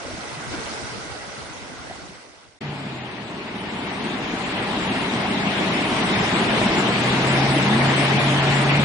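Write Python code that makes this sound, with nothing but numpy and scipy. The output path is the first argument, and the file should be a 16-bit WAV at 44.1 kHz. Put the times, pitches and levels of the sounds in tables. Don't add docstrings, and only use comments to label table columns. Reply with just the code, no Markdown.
import sys
import numpy as np
from scipy import signal
from scipy.fft import rfft, irfft, next_fast_len
from scipy.io import wavfile
from scipy.ndimage import uniform_filter1d, map_coordinates

SR = 44100
rng = np.random.default_rng(int(sys.argv[2]) if len(sys.argv) > 2 else 0)


def store_pcm(level_fs):
    pcm = np.round(np.clip(level_fs, -1, 1) * 32767).astype(np.int16)
    wavfile.write(sys.argv[1], SR, np.atleast_2d(pcm).T)


def convert_level_to_amplitude(level_db):
    exponent = np.asarray(level_db, float) / 20
    return 10 ** exponent


N = 389844
TIME = np.arange(N) / SR
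LANE_END_S, BEACH_START_S = 2.589, 2.604
NEAREST_DB = -27


def unit(x):
    return x / np.sqrt(np.mean(x ** 2) + 1e-20)


def curves(rows):
    s, *cols = np.transpose(rows)
    return [np.interp(TIME, s, c) for c in cols]


def along(points, hz):
    f, *cols = np.transpose(points)
    return [np.interp(np.log(hz + 1), np.log(f + 1), c) for c in cols]


def wobble(rate):
    knots = rng.standard_normal(int(N * rate / SR) + 4)
    return map_coordinates(knots, [TIME * rate])


def patches(patchy_db, bins, frames):
    z = signal.stft(rng.standard_normal((2, N)), nperseg=512)[2]
    field = rng.standard_normal(z.shape[1:])
    field = uniform_filter1d(field, size=bins, axis=0)
    field = uniform_filter1d(field, size=frames, axis=1)
    return signal.istft(z * convert_level_to_amplitude(patchy_db * unit(field)), nperseg=512)[1][:, :N]


def spread(two, colour, pair, lo_hz, hi_hz):
    m = next_fast_len(N + 8192)
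    hz = np.fft.rfftfreq(m, 1 / SR)
    band = np.sqrt((1 + (lo_hz / (hz + 1)) ** 8) * (1 + (hz / hi_hz) ** 8))
    a, b = rfft(two, m) * convert_level_to_amplitude(along(colour, hz)[0]) / band
    alike, lead, pan_db = along(pair, hz)
    turn = np.arccos(np.clip(alike, 0, 1)) / 2
    side = np.array([[1], [-1]])
    ports = np.cos(turn) * a + side * np.sin(turn) * b
    ports = ports * convert_level_to_amplitude(side * pan_db / 2) * np.exp(-.5j * side * lead)
    ports = irfft(ports, m)[:, :N]
    return ports / np.sqrt(np.mean(ports.mean(0) ** 2))


def bubbles(s, db, hz, cycles, rise):
    t = np.arange(int(3 * SR * np.max(cycles / hz)))[None] / SR
    u = t * (hz / cycles)[:, None]
    ring = np.sin(2 * np.pi * hz[:, None] * t * (1 + rise * u))
    wave = ring * np.e * 3 * u * np.exp(-3 * u) * convert_level_to_amplitude(db)[:, None]
    at = (s * SR).astype(int)[:, None] + np.arange(t.size)
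    return np.bincount(at.ravel(), wave.ravel(), N + SR)[:N]


def swarm(count, t0, t1, hz, cycles, spread_db):
    def cloud(draw):
        start_s = t0 + (t1 - t0) * draw[:, 0]
        pitch_hz = hz * np.exp(2.19 * (draw[:, 1] - .5))
        level_db = -spread_db * np.log(draw[:, 2] + .02)
        return bubbles(start_s, level_db, pitch_hz, np.full(count, cycles), rise=.12)

    clouds = np.array([cloud(draw) for draw in rng.random((2, count, 3))])
    return unit(clouds) * np.sqrt((t1 - t0) * SR / N)


def tone(hz, db, jitter, shake_db):
    phase = 2 * np.pi * np.cumsum(hz * (1 + jitter * wobble(15))) / SR
    return phase, np.sqrt(2) * convert_level_to_amplitude(db + shake_db * wobble(18)) * np.sin(phase)


def passage(rows, db, jitter, shake_db):
    hz, = curves(rows)
    edge = np.clip(np.minimum(TIME - rows[0][0], rows[-1][0] - TIME + 0.04) / 0.01 + 1, 0, 1)
    phase, wave = tone(hz, db, jitter, shake_db)
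    return edge * (wave + convert_level_to_amplitude(db - 17.0) * np.sin(2 * phase + 1.6))


# pitch_hz, level_db (per Hz)
SURF_COLOUR = [(18, -65), (30, -19.5), (49, -20.5), (200, -2), (396, -7.5), (544, -15.5), (599, -11.5),
               (823, -11), (1370, -16.5), (2180, -14.5), (3630, -20.5), (6360, -37), (9390, -38),
               (10100, -36.5), (13100, -62.5), (22000, -120)]
# pitch_hz, likeness_0_to_1, right_lead_rad, left_over_right_db
SURF_PAIR = [(30, .75, 0, .3), (60, .93, 0, .3), (130, .975, .03, .1), (350, .89, .1, .3),
             (700, .7, .28, .8), (1050, .5, .38, 1.2), (1400, .25, .7, 2), (2050, .25, 1.5, 2),
             (2750, .1, 3, 4.4), (5200, .07, 6.3, 4.5), (7000, .2, 6.3, 0)]


def surf(spray_db):
    def layer_db(over_spray_db, grows):
        return NEAREST_DB + over_spray_db + grows * (spray_db - NEAREST_DB)

    def heard(noise, lo_hz, hi_hz):
        return spread(noise, SURF_COLOUR, SURF_PAIR, lo_hz, hi_hz)

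    surge = wobble(10)
    roar_db = layer_db(4, 0.8) - 1.13 + 0.34 * wobble(25)
    wash_db = layer_db(.5, 0.92) + 0.6 + 0.35 * surge
    roar = heard(patches(1.84, bins=2, frames=5), 15, 460) * convert_level_to_amplitude(roar_db)
    wash = heard(patches(1.4, bins=4, frames=6), 488, 1400) * convert_level_to_amplitude(wash_db)
    spray = heard(patches(1.7, bins=7, frames=5), 1400, 6000) * convert_level_to_amplitude(spray_db + 0.54 + 0.26 * surge)
    mist = heard(patches(1.2, bins=10, frames=4), 6000, 20000) * convert_level_to_amplitude(layer_db(-12.5, 1.14))
    return roar + wash + spray + mist


def drone(near_db):
    turned_away = np.clip((TIME - 7.2) / .3 + .5, 0, 1)
    line_db = -33.5 + 1.1 * (near_db - NEAREST_DB) - 8.5 * turned_away
    third_db = -37.5 - 3 * (N / SR - TIME)
    phase, line = tone(196.6, line_db, jitter=.001, shake_db=2)
    second = convert_level_to_amplitude(line_db - 7) * np.sin(2 * phase)
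    third = convert_level_to_amplitude(third_db + 1.5 * wobble(8)) * np.sin(3 * phase)
    fourth = convert_level_to_amplitude(third_db - 3.5 + 3 * wobble(3.4)) * np.sin(4 * phase)
    return line + np.sqrt(2) * (second + third + fourth)


# start_s, length_s, first_pitch_hz, peak_level_db
BLIPS = [
    (7.58, .29, 172, -21.5),
    (8.04, .13, 252, -32),
]


def blip(s, length, hz, db):
    climb_hz_per_s, edge_drop_db = 285, 13
    arch_db = db - edge_drop_db * np.clip(2 * (TIME - s) / length - 1, -1, 1) ** 2
    rows = [(s, hz), (s + length, hz + climb_hz_per_s * length)]
    return passage(rows, arch_db, jitter=.002, shake_db=.4)


# time_s, pitch_hz
FIRING = [
    [(2.63, 149), (2.854, 137), (3.16, 120), (3.6, 105)],
    [(6.1, 103), (6.3, 114.5), (6.6, 117), (6.89, 120), (7.3, 136), (7.66, 135), (8.16, 138), (8.84, 140.5)],
]


def rev(rows, near_db):
    below_hz = 136 - curves(rows)[0]
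    level_db = near_db + 2.6 - .62 * below_hz
    lumpy_db = .5 + .12 * np.clip(below_hz, 0, None)
    return passage(rows, level_db, jitter=.006, shake_db=lumpy_db)


def engines(near_db):
    revs = sum(rev(rows, near_db) for rows in FIRING)
    return drone(near_db) + revs + sum(blip(*row) for row in BLIPS)


# start_s, peak_level_db, pitch_hz, ring_cycles
THUMPS = [(2.614, -32, 173, 1.6), (2.686, -22, 159, 3.1), (2.864, -22, 199, 2.7), (4.334, -15, 250, 3),
          (4.772, -16.5, 293, 3.9), (4.959, -17, 257, 2.3), (5.467, -12, 195, 2.4), (6.658, -12, 212, 4.3),
          (6.78, -15, 317, 2.1), (7.564, -12, 320, 4), (8.0, -17, 298, 2.5)]


def wheel_thumps():
    return convert_level_to_amplitude(-3.0) * bubbles(*np.transpose(THUMPS), rise=0.016)


# pitch_hz, mid_step_over_signal_db, side_step_over_signal_db,
# step_scatter_db, level_scatter_db
COARSE = [(510, -40, -42, 1.5, 0.28), (1520, -14, -15.5, 2, 0.2), (2990, -5, -5, 1.5, 0),
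          (5530, 2.5, 0, 2.5, 1.9), (6750, 6.5, 4.5, 2.5, 2.3), (7420, 6.5, 10, 3.5, 4),
          (9060, 7, 9.5, 3.5, 2.5), (10370, 8.5, 10.5, 3.5, 3.5)]


def beach_camera(pair):
    hop, width, bands = 1024, 32, 15
    window = signal.windows.kaiser_bessel_derived(2 * hop, 4 * np.pi)
    k = np.arange(bands * width) + .5
    angle = np.pi / hop * k[:, None] * (np.arange(2 * hop) + .5 + hop / 2)
    basis = window * np.cos(angle) * np.sqrt(2 / hop)
    lead = 2 * hop - 480
    x = np.pad([pair[0] + pair[1], pair[0] - pair[1]], ((0, 0), (lead, 2 * hop)))
    x = x[:, :x.shape[1] // hop * hop].reshape(2, -1, hop)
    lines = np.concatenate([x[:, :-1], x[:, 1:]], 2) @ basis.T
    count = lines.shape[1]

    power = uniform_filter1d(lines ** 2, size=9, axis=1)
    level = np.sqrt(uniform_filter1d(power, size=width, axis=2) + 1e-20)
    mid_db, side_db, scatter_db, mottle_db = along(COARSE, k * SR / 2 / hop)
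    chance = rng.standard_normal((2, count, bands))
    chance[1] = uniform_filter1d(chance[1], size=3, axis=0) * 1.5 - .55 * chance[0]
    chance = chance.repeat(width, 2) + .7 * rng.standard_normal((count, 1))
    step = level * convert_level_to_amplitude(np.array([mid_db, side_db])[:, None] + scatter_db * chance)

    whole = np.floor(np.abs(lines) / step + 0.37)
    busy = whole.reshape(2, -1, bands, width).sum(3).repeat(width, 2) > 2
    drift = uniform_filter1d(rng.standard_normal((count, bands)), size=4, axis=0)
    drift = drift.repeat(width, 1) * 2
    frames = (np.sign(lines) * whole * step * busy * convert_level_to_amplitude(mottle_db * drift)) @ basis
    joined = (frames[:, 1:, :hop] + frames[:, :-1, hop:]).reshape(2, -1)
    mid, side = joined[:, lead - hop:][:, :N] / 2
    return np.array([mid + side, mid - side])


# time_s, level_db
NEARNESS = [
    (2.64, -40.5),
    (3.3, -41.5),
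    (3.76, -37.5),
    (4.38, -34),
    (5, -31.5),
    (6.5, -27.5),
    (7.1, -27),
    (8.84, -27),
]


def beach():
    spray_db, = curves(NEARNESS)
    heard = surf(spray_db) + wheel_thumps() + engines(spray_db)
    fade_in = np.clip((TIME - BEACH_START_S) / 0.0066, 0, 1) ** 3
    return beach_camera(heard * (TIME > 2.5)) * fade_in


# start_s, peak_level_db, pitch_hz, ring_cycles
GULPS = [(.049, -28, 540, 4.9), (.08, -28, 500, 5), (.109, -28, 620, 4.5), (.179, -33, 202, 4),
         (.37, -31, 144, 4), (.539, -30, 331, 5), (.599, -31, 444, 4.5), (.699, -30, 213, 4.5),
         (1.049, -34, 293, 5), (1.736, -33, 260, 2), (1.898, -29, 640, 4.5), (1.91, -25, 700, 5.5),
         (1.984, -37, 293, 4.5), (2.09, -34, 170, 2)]


def gulps():
    return bubbles(*np.transpose(GULPS), rise=0.04) * convert_level_to_amplitude([[-2.5], [-1.5]])


# time_s, level_db
FORCE = [
    (0.0, -38),
    (.14, -36.5),
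    (.47, -36.5),
    (.68, -34.5),
    (1.19, -38),
    (1.82, -40.5),
    (2.58, -41.5),
]
# pitch_hz, level_db (per Hz)
LANE_COLOUR = [(18, -38), (30, -14), (90, -2.5), (481, -8), (518, -7.5), (645, -5.5), (1210, -8),
               (1510, -5.5), (1790, -14), (1980, -8), (2400, -16.5), (3220, -18.5), (5910, -18.5),
               (7010, -24.5), (10100, -25.5), (13100, -51), (22000, -120)]
# pitch_hz, likeness_0_to_1, right_lead_rad, left_over_right_db
LANE_PAIR = [(60, 0.1, 0.5, 0), (120, 0, 3.5, 2.5), (260, 0.76, -0.2, 1), (600, 0.45, 0.56, -2.5),
             (1500, 0, 0.2, -1.5), (3000, .25, 1.9, -1.5), (5000, 0, 0.5, -2.4), (8200, 0, 3.5, 0.5),
             (10200, 1, -1, -1)]
# time_s, level_db, half_width_s
SURGES = [
    (.09, 0.5, 0.035),
    (.3, 0.7, 0.027),
    (.55, 3, 0.037),
    (.73, 1.5, 0.036),
    (1.07, -0.5, .04),
    (1.35, 0.5, .04),
]


def bow_wave():
    def heard(two, lo_hz, hi_hz):
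        return spread(two, LANE_COLOUR, LANE_PAIR, lo_hz, hi_hz)

    force_db, = curves(FORCE)
    swing_db = force_db - FORCE[0][1]
    late = np.clip(TIME - 1.97, 0, 1)
    fade_db = 16 * late + 23 * late ** 2
    rush_db = force_db - fade_db
    slosh_db = rush_db - 8 + 0.3 * swing_db
    fizz_db = force_db - 0.8 * fade_db - 5 + 0.2 * swing_db
    slaps = sum(db * np.exp(-((TIME - s) / half) ** 2) for s, db, half in SURGES)
    surge = .45 * wobble(14) + slaps
    wet = TIME < LANE_END_S
    on = np.sqrt(LANE_END_S * SR / N)

    slosh = heard(patches(3.0, bins=2, frames=5), 15, 390)
    slosh = slosh * convert_level_to_amplitude(slosh_db + 2.0 + 1.2 * surge + 1.9 * wobble(17))
    gurgle = swarm(count=800, t0=0, t1=LANE_END_S, hz=1094, cycles=4.8, spread_db=1.0)
    gurgle = patches(1.8, bins=5, frames=8) + convert_level_to_amplitude(-18.0) * gurgle
    rush = heard(gurgle * wet, 284, 3100) * on * convert_level_to_amplitude(rush_db - 0.64 + 0.5 * surge)
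    foam = swarm(count=700, t0=0, t1=LANE_END_S, hz=5050, cycles=2.5, spread_db=1.5)
    foam = patches(1.8, bins=12, frames=4) + convert_level_to_amplitude(-11.5) * foam
    fizz = heard(foam * wet, 2400, 14000) * on * convert_level_to_amplitude(fizz_db + 0.67 * surge)
    return slosh + rush + fizz


def flooded_lane():
    return (bow_wave() + gulps()) * (TIME < LANE_END_S)


def scene():
    return beach() + flooded_lane()


def roll_off(x):
    return signal.sosfilt(signal.butter(12, 10390, fs=SR, output="sos"), x)


def record(dry):
    top_hz = 9957
    m = next_fast_len(N + 8192)
    hz = np.fft.rfftfreq(m, 1 / SR)
    limited = irfft(rfft(dry, m) / (1 + (hz / top_hz) ** 150), m)[:, :N]
    return roll_off(limited)


dry = scene()
out = record(dry)
store_pcm(out)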